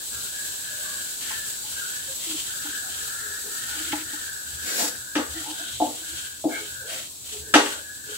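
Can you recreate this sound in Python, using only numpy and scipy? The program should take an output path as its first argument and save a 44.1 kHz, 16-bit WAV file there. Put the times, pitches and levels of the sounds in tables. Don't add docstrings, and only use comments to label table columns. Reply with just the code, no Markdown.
import sys
import numpy as np
from scipy import signal
from scipy.fft import rfft, irfft, next_fast_len
from scipy.io import wavfile

SR = 44100
rng = np.random.default_rng(int(sys.argv[2]) if len(sys.argv) > 2 else 0)


def wav_record(signal):
    frames = np.transpose(np.atleast_2d(signal))
    bounded = np.clip(frames, -1, 1)
    quanta = np.round(bounded * 32767).astype(np.int16)
    wavfile.write(sys.argv[1], SR, quanta)


N = 360297
T = np.arange(N) / SR
SLOW_T = T[::32]


def undb(db):
    return 10 ** (np.asarray(db) / 20)

def unit(x):
    return x / np.sqrt(np.mean(x ** 2))

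def colour(x, points):
    hz, db = np.transpose(points)
    size = next_fast_len(x.shape[-1], True)
    bins_hz = np.arange(size // 2 + 1) * SR / size
    gain = undb(np.interp(np.log(bins_hz + 1), np.log(hz), db))
    return irfft(rfft(x, size) * gain, size)[..., :x.shape[-1]]

def butter(x, hz, kind, order=2):
    return signal.sosfilt(signal.butter(order, hz, kind, fs=SR, output="sos"), x)

def ring(x, response):
    return signal.fftconvolve(np.atleast_2d(x), np.atleast_2d(response), axes=-1)[:, :N]

def mode(t, hz, db, t60):
    return undb(db - 60 * t / t60) * np.sin(2 * np.pi * hz * t)

def walk(rate):
    knots = rng.standard_normal(4096)
    return 1.3 * np.interp(T * rate, np.arange(len(knots)), knots)

def clicks(rate, spread_db):
    size = undb(spread_db * np.minimum(rng.exponential(size=N), 5))
    return (rng.random(N) < rate / SR) * size * rng.choice([-1, 1], N)

def narrow(hz, width_hz):
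    a, b = butter(rng.standard_normal((2, N)), width_hz / 2, "low", order=4)
    phase = 2 * np.pi * (np.cumsum(hz / SR) % 1)
    return unit(a * np.cos(phase) + b * np.sin(phase))

def rough_tone(hz, jitter, rate, rough_db):
    phase = 2 * np.pi * np.cumsum(hz * (1 + jitter * walk(rate)) / SR)
    return 1.56 * np.sin(phase) * undb(rough_db * walk(rate))

def swell(start, rise, fall, db, power):
    ramp = np.interp(SLOW_T, start + np.cumsum([0, rise, fall]), [0, 1, 0])
    return undb(db) * np.sin(np.pi / 2 * ramp) ** power

def effort(rows, power):
    return np.interp(T, SLOW_T, np.sqrt(sum(swell(*row, power) ** 2 for row in rows)))

def phrase(rows, attack, power):
    swells = [swell(start, attack * length, (1 - attack) * length, db, power)
              for start, length, db, *_ in rows]
    energy = np.array(swells) ** 2 + 1e-16
    total = energy.sum(axis=0)
    columns = np.array(rows)[:, 3:].T @ energy / total
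    return [np.interp(T, SLOW_T, track) for track in (np.sqrt(total), *columns)]

def kitchen(x, wet_db, t60):
    t = T[:SR // 2]
    onset = np.clip((t - 0.002) / 0.002, 0, 1)
    mid, side = rng.standard_normal((2, len(t))) * undb(-60 * t / t60) * onset
    side = butter(side, 330, "high", order=1)
    response = butter(np.array([mid + side, mid - side]), 147, "high", order=1)
    response *= undb(wet_db) / np.sqrt(np.sum(response ** 2) / 2)
    response[0, 4] += 1
    response[1, 0] += 1
    return ring(x, response / np.sqrt(1 + undb(2 * wet_db)))

def crackle(rate, spread_db, pop_db):
    hiss = unit(np.array([clicks(rate=14000, spread_db=0.5) for _ in range(2)]))
    pops = unit(kitchen(clicks(rate, spread_db), wet_db=7, t60=0.19))
    return hiss + undb(pop_db) * pops


# start, rise and fall in seconds, level in dB.
STIRS = [(-.15, 0.4, 0.57, -41), (.55, 0.24, 0.74, -40), (1.2, 0.025, .1, -35.5), (1.24, 0.037, 0.39, -38),
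         (1.62, 0.095, 0.65, -38.5), (2.18, 0.076, 0.38, -33.5), (2.61, 0.019, 0.26, -35.5),
         (2.89, 0.019, 0.31, -37), (3.43, 0.44, 0.075, -36.5), (4.05, 0.081, 0.27, -41),
         (4.44, 0.075, 0.61, -43.5), (5.28, 0.093, 0.16, -36.5), (5.42, 0.13, 1, -38),
         (6.0, 0.22, 0.11, -36.5), (6.47, 0.11, 0.22, -37), (6.84, 0.12, 0.14, -35),
         (7.23, 0.092, 0.12, -36.5), (7.6, 0.059, 0.18, -33), (8.03, .11, 0.35, -38.5)]

def stirring():
    return np.hypot(effort(STIRS, power=1.01), undb(-56))

# time in seconds, level in dB.
SIZZLE_FADE = [(0, -32), (2.0, -32.5), (3.8, -32.5), (4.45, -35), (5.05, -36.5), (6.15, -37.5), (6.4, -39),
               (8.17, -39)]
# frequency in Hz, gain in dB.
SIZZLE_SPECTRUM = [(150, -15), (600, -16.5), (1100, -19.5), (2200, -20), (3200, -12), (4100, -5.5),
                   (5150, -11.5), (6300, -9), (7200, -4), (7800, 0), (8600, -7), (10000, -11.5),
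                   (13000, -14.5), (15500, -13.5)]

def sizzle(stir):
    bubbles = crackle(rate=1100, spread_db=3.5, pop_db=1.5) * undb(0.16 * walk(110))
    undisturbed = undb(np.interp(T, *np.transpose(SIZZLE_FADE)))
    flare = undb(-18.5) * stir ** 0.59
    left, right = unit(colour(bubbles, SIZZLE_SPECTRUM)) * np.hypot(undisturbed, flare)
    return np.array([colour(left, [(3000, 0.3), (8000, 0.3), (13000, 3.3)]),
                     colour(right, [(3000, -1.6), (8000, -0.056), (13000, -1.5)])])

# frequency in Hz, gain in dB.
SCRAPE_SPECTRUM = [(300, -8.5), (900, -15), (1500, -4.5), (2200, -6.5), (3100, 5.5), (4100, 1.5),
                   (5200, -4), (8000, 2.5), (15000, -20)]
CRUNCH_SPECTRUM = [(1000, -17), (1400, 5), (2000, 6), (2900, 2), (4500, -5.5), (9000, -11)]
# start, rise and fall in seconds, level in dB.
CRUNCHES = [(1.215, .015, 0.099, -49), (1.28, 0.018, .09, -42), (2.63, .02, 0.06, -54),
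            (3.55, 0.35, 0.089, -46), (3.914, 0.015, .02, -28), (3.93, 0.023, 0.096, -36),
            (4.66, 0.036, 0.051, -40), (6.88, 0.055, 0.13, -39)]

def scrape(stir):
    grains = crackle(rate=900, spread_db=2.5, pop_db=5) * undb(1.43 * walk(70))
    sliding = unit(colour(grains, SCRAPE_SPECTRUM)) * stir
    breaking = unit(colour(grains, CRUNCH_SPECTRUM)) * effort(CRUNCHES, power=1.01)
    return sliding + breaking

# start and length in seconds, level in dB, centre in Hz, side bands in dB.
WHIRS = [(-.06, 0.13, -43.5, 1610, -15), (.09, 0.32, -44, 1500, -22), (.27, 0.35, -40, 1633, -26),
         (.56, 0.37, -39.5, 1626, -20), (.77, 0.44, -38.5, 1597, -21), (1.2, 0.39, -40, 1659, -9.5),
         (1.45, 0.24, -45, 1573, -25), (1.66, 0.2, -43.5, 1540, -20), (1.73, 0.26, -36, 1537, -23),
         (1.86, 0.32, -39.5, 1641, -24), (2.43, 0.46, -39, 1584, -9.5), (2.65, 0.41, -39, 1615, -13),
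         (2.94, 0.41, -37.5, 1593, -11.5), (3.15, 0.35, -38, 1653, -8), (3.44, 0.45, -41, 1635, -4),
         (3.7, 0.36, -38.5, 1585, -7.5), (4.0, 0.41, -40, 1648, -5), (4.18, 0.4, -38.5, 1601, -18),
         (4.5, 0.59, -36.5, 1606, -16), (4.97, 0.47, -40, 1586, -23), (5.3, 0.22, -44, 1449, -11),
         (5.52, 0.26, -39.5, 1551, -23), (5.97, 0.45, -40.5, 1570, -26), (6.49, 0.15, -34.5, 1576, -15),
         (6.62, 0.37, -39.5, 1573, -32), (7.4, 0.37, -45, 1623, -31), (7.69, 0.15, -37, 1527, -27),
         (7.79, 0.29, -44.5, 1626, -21), (7.98, 0.43, -41, 1578, -22)]

def whir():
    level, centre_hz, bands_db = phrase(WHIRS, attack=0.36, power=0.72)
    hz = centre_hz * (1 + 0.008 * walk(22))
    mid, side = (0.73 * narrow(hz, width_hz=270) for _ in range(2))
    below, above = narrow(0.87 * hz, width_hz=270), narrow(1.1 * hz, width_hz=135)
    mid += undb(bands_db) * (below + 0.92 * above)
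    side += undb(bands_db) * below
    return (0.67 * mid + 1.03 * np.array([side, -side])) * level * undb(walk(70))

# frequency in Hz, gain in dB.
RUMBLE_SPECTRUM = [(20, -31), (50, -29), (76, -1.5), (95, -6), (125, -4.5), (165, -14), (300, -7.5),
                   (700, -29.5), (2000, -39.5)]
# start and length in seconds, level in dB.
HUM_SWELLS = [(.12, 0.14, -52), (2.88, 0.44, -55), (3.5, 0.85, -58), (4.42, .3, -52.5), (5.0, .17, -58),
              (5.25, .2, -48), (5.68, 0.28, -51), (6.08, 0.22, -54.5), (6.42, 0.14, -50), (6.68, 0.2, -50),
              (7.33, .25, -50)]

def room_hum():
    mid, left, right = colour(rng.standard_normal((3, N)), RUMBLE_SPECTRUM)
    rumble = unit(mid + 1.4 * np.array([left, right]))
    hum = narrow(np.full(N, 75.5), width_hz=18.5) + 0.6 * narrow(np.full(N, 124.0), width_hz=19)
    swells, = phrase(HUM_SWELLS, attack=0.4, power=0.9)
    return undb(-57.5 + 2 * walk(11)) * rumble + np.hypot(undb(-63), swells) * hum

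# start and length in seconds, level in dB, pitch in Hz.
SQUEALS = [(.11, .1, -43, 1649), (.33, 0.18, -41.5, 1648), (.66, 0.12, -43.5, 1670), (.85, 0.14, -42, 1641),
           (.96, 0.13, -44, 1614), (1.305, 0.074, -39, 1747), (1.38, 0.084, -41.5, 1728),
           (1.75, 0.076, -40, 1598), (2.72, 0.12, -38.5, 1649), (3.1, 0.14, -45, 1383),
           (3.23, 0.19, -44, 1677), (3.58, 0.12, -44, 1806), (3.69, 0.081, -44.5, 1460),
           (4.07, 0.12, -43.5, 1797), (4.27, 0.1, -47, 1583), (4.69, .13, -42, 1579),
           (6.17, 0.147, -47, 1591), (6.51, .07, -40, 1593), (6.74, 0.15, -44, 1579),
           (6.87, 0.062, -41, 1536), (7.83, .14, -46, 1665), (8.02, .15, -54, 1583)]

def squeal():
    level, hz = phrase(SQUEALS, attack=0.36, power=0.72)
    tone = rough_tone(hz * (1 + 0.00402 * walk(20)), jitter=0.00512, rate=110, rough_db=0.5)
    return kitchen(level * tone, wet_db=-1.5, t60=0.21)

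# start and length in seconds, level in dB, pitch in Hz.
CATCHES = [(.12, 0.11, -48, 1305), (.8, 0.19, -50, 1164), (2.21, 0.064, -47, 2130),
           (3.16, 0.099, -49, 2000), (5.33, 0.087, -40, 1903), (6.485, 0.12, -39, 2216)]

def edge_chatter():
    level, hz = phrase(CATCHES, attack=0.41, power=1.345)
    rasp = level * narrow(hz, width_hz=230) * undb(2 * walk(110))
    return kitchen(rasp, wet_db=2, t60=0.25)

# frequency in Hz, level in dB, time to decay by 60 dB in seconds.
PAN_MODES = [(249.8, 2, 0.28), (302.2, 2, 0.28), (335, -5, 0.13), (410, -3, 0.32), (485.4, -3.5, 0.26),
             (517, -11, 0.15), (609, -1.5, 0.22), (710, 7, 0.03), (754, 4.5, 0.086), (838, -2, 0.096),
             (893.7, 8, 0.12), (968, -8, 0.12), (1105, -6, 0.21), (1264, 2.5, 0.27), (1440, 1.5, 0.24),
             (1440, -1, 0.13), (1620, 5, 0.093), (1778, 11, 0.085), (2379, 7, 0.093), (2711, 4, 0.2)]

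def pan_response():
    t = T[:SR // 2]
    build_cycles = 3.5
    return sum((-1) ** k * mode(t, hz, db, t60) * (1 - np.exp(-t * hz / build_cycles))
               for k, (hz, db, t60) in enumerate(PAN_MODES))

# start and length in seconds, level in dB, pitch in Hz, roughness from 0 to 1.
RUBS = [(.68, 0.16, -46, 612.5, 0.05), (.78, 0.29, -49, 612.2, 0), (1.61, 0.12, -48.5, 895.5, 0),
        (2.05, 0.11, -46, 548, 0.24), (2.825, 0.1, -41.5, 747, 0.08), (2.99, 0.11, -49.5, 438.5, 0),
        (3.19, 0.21, -46.5, 414.7, 0), (3.43, 0.11, -42.5, 405.4, 0.3), (3.62, 0.24, -50.5, 849, 0.8),
        (4.63, 0.21, -40.5, 465, .7), (4.76, 0.13, -27.5, 600, .9), (5.31, 0.14, -46.5, 702.2, 0.85),
        (5.43, 0.13, -35.5, 862, .5), (5.585, 0.053, -39.5, 683.3, .5), (5.89, 0.086, -41.5, 739.5, .6),
        (6.495, 0.0606, -36, 672, 0.9), (6.53, 0.12, -36, 420, 0.48), (6.79, 0.13, -42, 517.7, 0.73),
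        (6.84, 0.22, -40.5, 627.7, 0.62), (7.31, 0.098, -39.5, 420, 0), (7.39, 0.19, -43.5, 424, 0.3),
        (7.74, 0.073, -41, 563.2, 0.23), (8.06, .1, -40.5, 429, 0.29)]

def rubbing(pan):
    stroke, hz, roughness = phrase(RUBS, attack=0.41, power=1.345)
    roughness = np.clip(roughness, 0, 1)
    force = np.hypot(stroke, undb(-74))
    blade_force = force / np.hypot(1, force / undb(-36))
    sung = rough_tone(hz, jitter=0.033, rate=150, rough_db=2)
    grated = narrow(hz, width_hz=227) * undb(2 * walk(90))
    blade = 0.66 * blade_force * (np.sqrt(1 - roughness) * sung + np.sqrt(roughness) * grated)
    slips = clicks(rate=600, spread_db=5.5)
    ringing = unit(ring(slips, pan)[0])
    rattle = unit(butter(ringing + 1.1 * unit(slips), [380, 1100], "band", order=3))
    return kitchen(blade + (force - 0.91 * blade_force) * rattle, wet_db=0, t60=0.34)

# start, rise and fall in seconds, level in dB.
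TOSSES = [(1.205, 0.039, 0.08, -40), (4.61, 0.11, 0.29, -28.5), (4.73, 0.091, 0.093, -23),
          (6.89, 0.048, 0.091, -38.5)]
# frequency in Hz, gain in dB.
TOSS_SPECTRUM = [(150, -13.5), (250, 9), (850, -4), (1100, -4), (1600, 2), (2100, 0.5), (4000, 5),
                 (5600, 6), (6800, 5), (7500, 12), (8600, 1.5), (12500, 0), (15500, -2.5)]

def toss():
    grains = crackle(rate=1200, spread_db=1.5, pop_db=17.5) * undb(0.83 * walk(90))
    return unit(colour(grains, TOSS_SPECTRUM)) * effort(TOSSES, power=1.12)

# start in seconds,
# blow in dB, low-pass cutoff in Hz, clack in dB, clack pitch in Hz, rocking thump in dB.
KNOCKS = [(1.305, -50, 1170, -17.5, 895, -48), (2.652, -35, 1193, -24.5, 820, -25),
          (3.929, -26, 1510, -7, 833, -7), (4.132, -34, 1500, -27.5, 855, -21),
          (5.153, -7, 3670, -14, 1280, -16), (5.16, -14, 900, -15, 610, -1),
          (5.181, -7, 1260, -20, 800, -23), (5.191, -29, 1200, -25, 590, -5.5),
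          (5.802, -23, 760, 1.5, 731, -12), (5.818, -13, 910, 1, 688, -2.5),
          (5.838, -16, 800, -6, 752, -28), (5.866, -12.5, 906, -15, 735, -29),
          (6.441, -6.5, 685, -3, 638, -18), (6.453, -10, 650, -8, 664, 2), (6.481, -15, 800, -16, 730, -4),
          (7.539, 6, 3660, 5, 1338, -24), (7.553, 0.5, 1150, 5, 703, 6.5),
          (7.595, -13.5, 3520, -1, 823, -8), (7.659, -13.5, 6960, -49, 1420, -17)]
# frequency in Hz, gain in dB.
CRACK_SPECTRUM = [(120, -19), (200, -6), (300, 7), (360, 9), (450, 11), (900, 4.5), (1150, 6.5),
                  (1500, 9.5), (2700, 7), (5000, 0.5), (8000, 4), (15000, -20)]
# multiple of the clack pitch, level in dB, 60 dB decay in seconds.
BLADE_MODES = [(.76, -24, .09), (1, -11.5, 0.06), (1.17, -20, 0.11)]
# frequency in Hz, level in dB, 60 dB decay in seconds.
THUMP_MODES = [(302, -7.5, 0.08), (304.4, -25.5, 0.27)]

def knocks(pan):
    t = T[:len(pan)]
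    rock_delay_s = 0.00047
    decay = undb(-60 * t / 0.083) + 0.077 * undb(-60 * t / 0.5)
    crack = 0.35 * colour(rng.standard_normal(len(t)), CRACK_SPECTRUM) * decay
    crack *= 1 - np.exp(-t / 0.00051)
    thump = sum(mode(t, *row) for row in THUMP_MODES) * (1 - np.exp(-t / 0.0073))
    cracks, clacks, rings = np.zeros((3, N + SR))
    for s, blow_db, cutoff_hz, clack_db, clack_hz, thump_db in KNOCKS:
        start, rock = int(s * SR), int((s + rock_delay_s) * SR)
        span = slice(start, start + len(t))
        treble = 0.49 * min(cutoff_hz / 3000, 1) ** 3 * butter(crack, 2070, "high")
        clack = sum(mode(t, ratio * clack_hz, db, t60) for ratio, db, t60 in BLADE_MODES)
        cracks[span] += undb(blow_db) * (butter(crack, cutoff_hz, "low", order=5) + treble)
        clacks[span] += undb(clack_db) * clack * (1 - np.exp(-t / 0.0019))
        rings[span] += undb(blow_db) * butter(0.041 * pan, cutoff_hz, "low", order=5)
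        rings[rock:rock + len(t)] += undb(thump_db) * thump
    return (kitchen(clacks[:N], wet_db=-1, t60=0.2)
            + kitchen(cracks[:N], wet_db=5.5, t60=0.32)
            + kitchen(rings[:N], wet_db=-9.5, t60=0.39))

# start and length in seconds, level in dB, centre in Hz.
SEARS = [(2.2, .26, -47, 3212), (2.62, .11, -45, 3665), (3.7, .3, -47, 3285), (5.42, .5, -41, 3592)]

def searing():
    level, centre_hz = phrase(SEARS, attack=0.66, power=0.91)
    return np.array([narrow(centre_hz, width_hz=900) for _ in range(2)]) * level

# start and length in seconds, level in dB.
GROANS = [(2.265, .11, -28), (2.645, 0.069, -29.5), (3.74, 0.12, -35.5), (3.82, 0.27, -37),
          (4.115, 0.037, -46), (4.63, 0.093, -48), (4.8, 0.11, -32), (5.34, 0.1, -30.5),
          (5.47, 0.072, -28.5), (5.595, 0.056, -37), (5.93, 0.13, -40), (6.075, 0.084, -40)]

def groan():
    push, = phrase(GROANS, attack=0.49, power=0.71)
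    return 0.27 * push * rough_tone(hz=308, jitter=0.0415, rate=90, rough_db=3)

# start in seconds, level in dB, pitch in Hz.
LUMPS = [(4.785, -28, 453), (4.805, -24, 700), (4.822, -26, 233), (4.84, -23, 508)]

def lumps():
    t = T[:SR // 4]
    thuds = np.zeros(N)
    for s, db, hz in LUMPS:
        start = int(s * SR)
        thuds[start:start + len(t)] += mode(t, hz, db, t60=0.052) * (1 - np.exp(-t / 0.0011))
    return kitchen(thuds, wet_db=-2, t60=0.29)

def scene():
    pan, stir = pan_response(), stirring()
    others = (scrape(stir) + whir() + room_hum() + squeal() + edge_chatter() + rubbing(pan)
              + toss() + knocks(pan) + searing() + groan() + lumps())
    return sizzle(stir) + others * undb([[0.8], [-0.8]])

def record(dry):
    low_pass = signal.ellip(10, 0.2, 70, 15750, fs=SR, output="sos")
    return signal.sosfilt(low_pass, np.clip(dry, -1, 1))


dry = scene()
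out = record(dry)
wav_record(out)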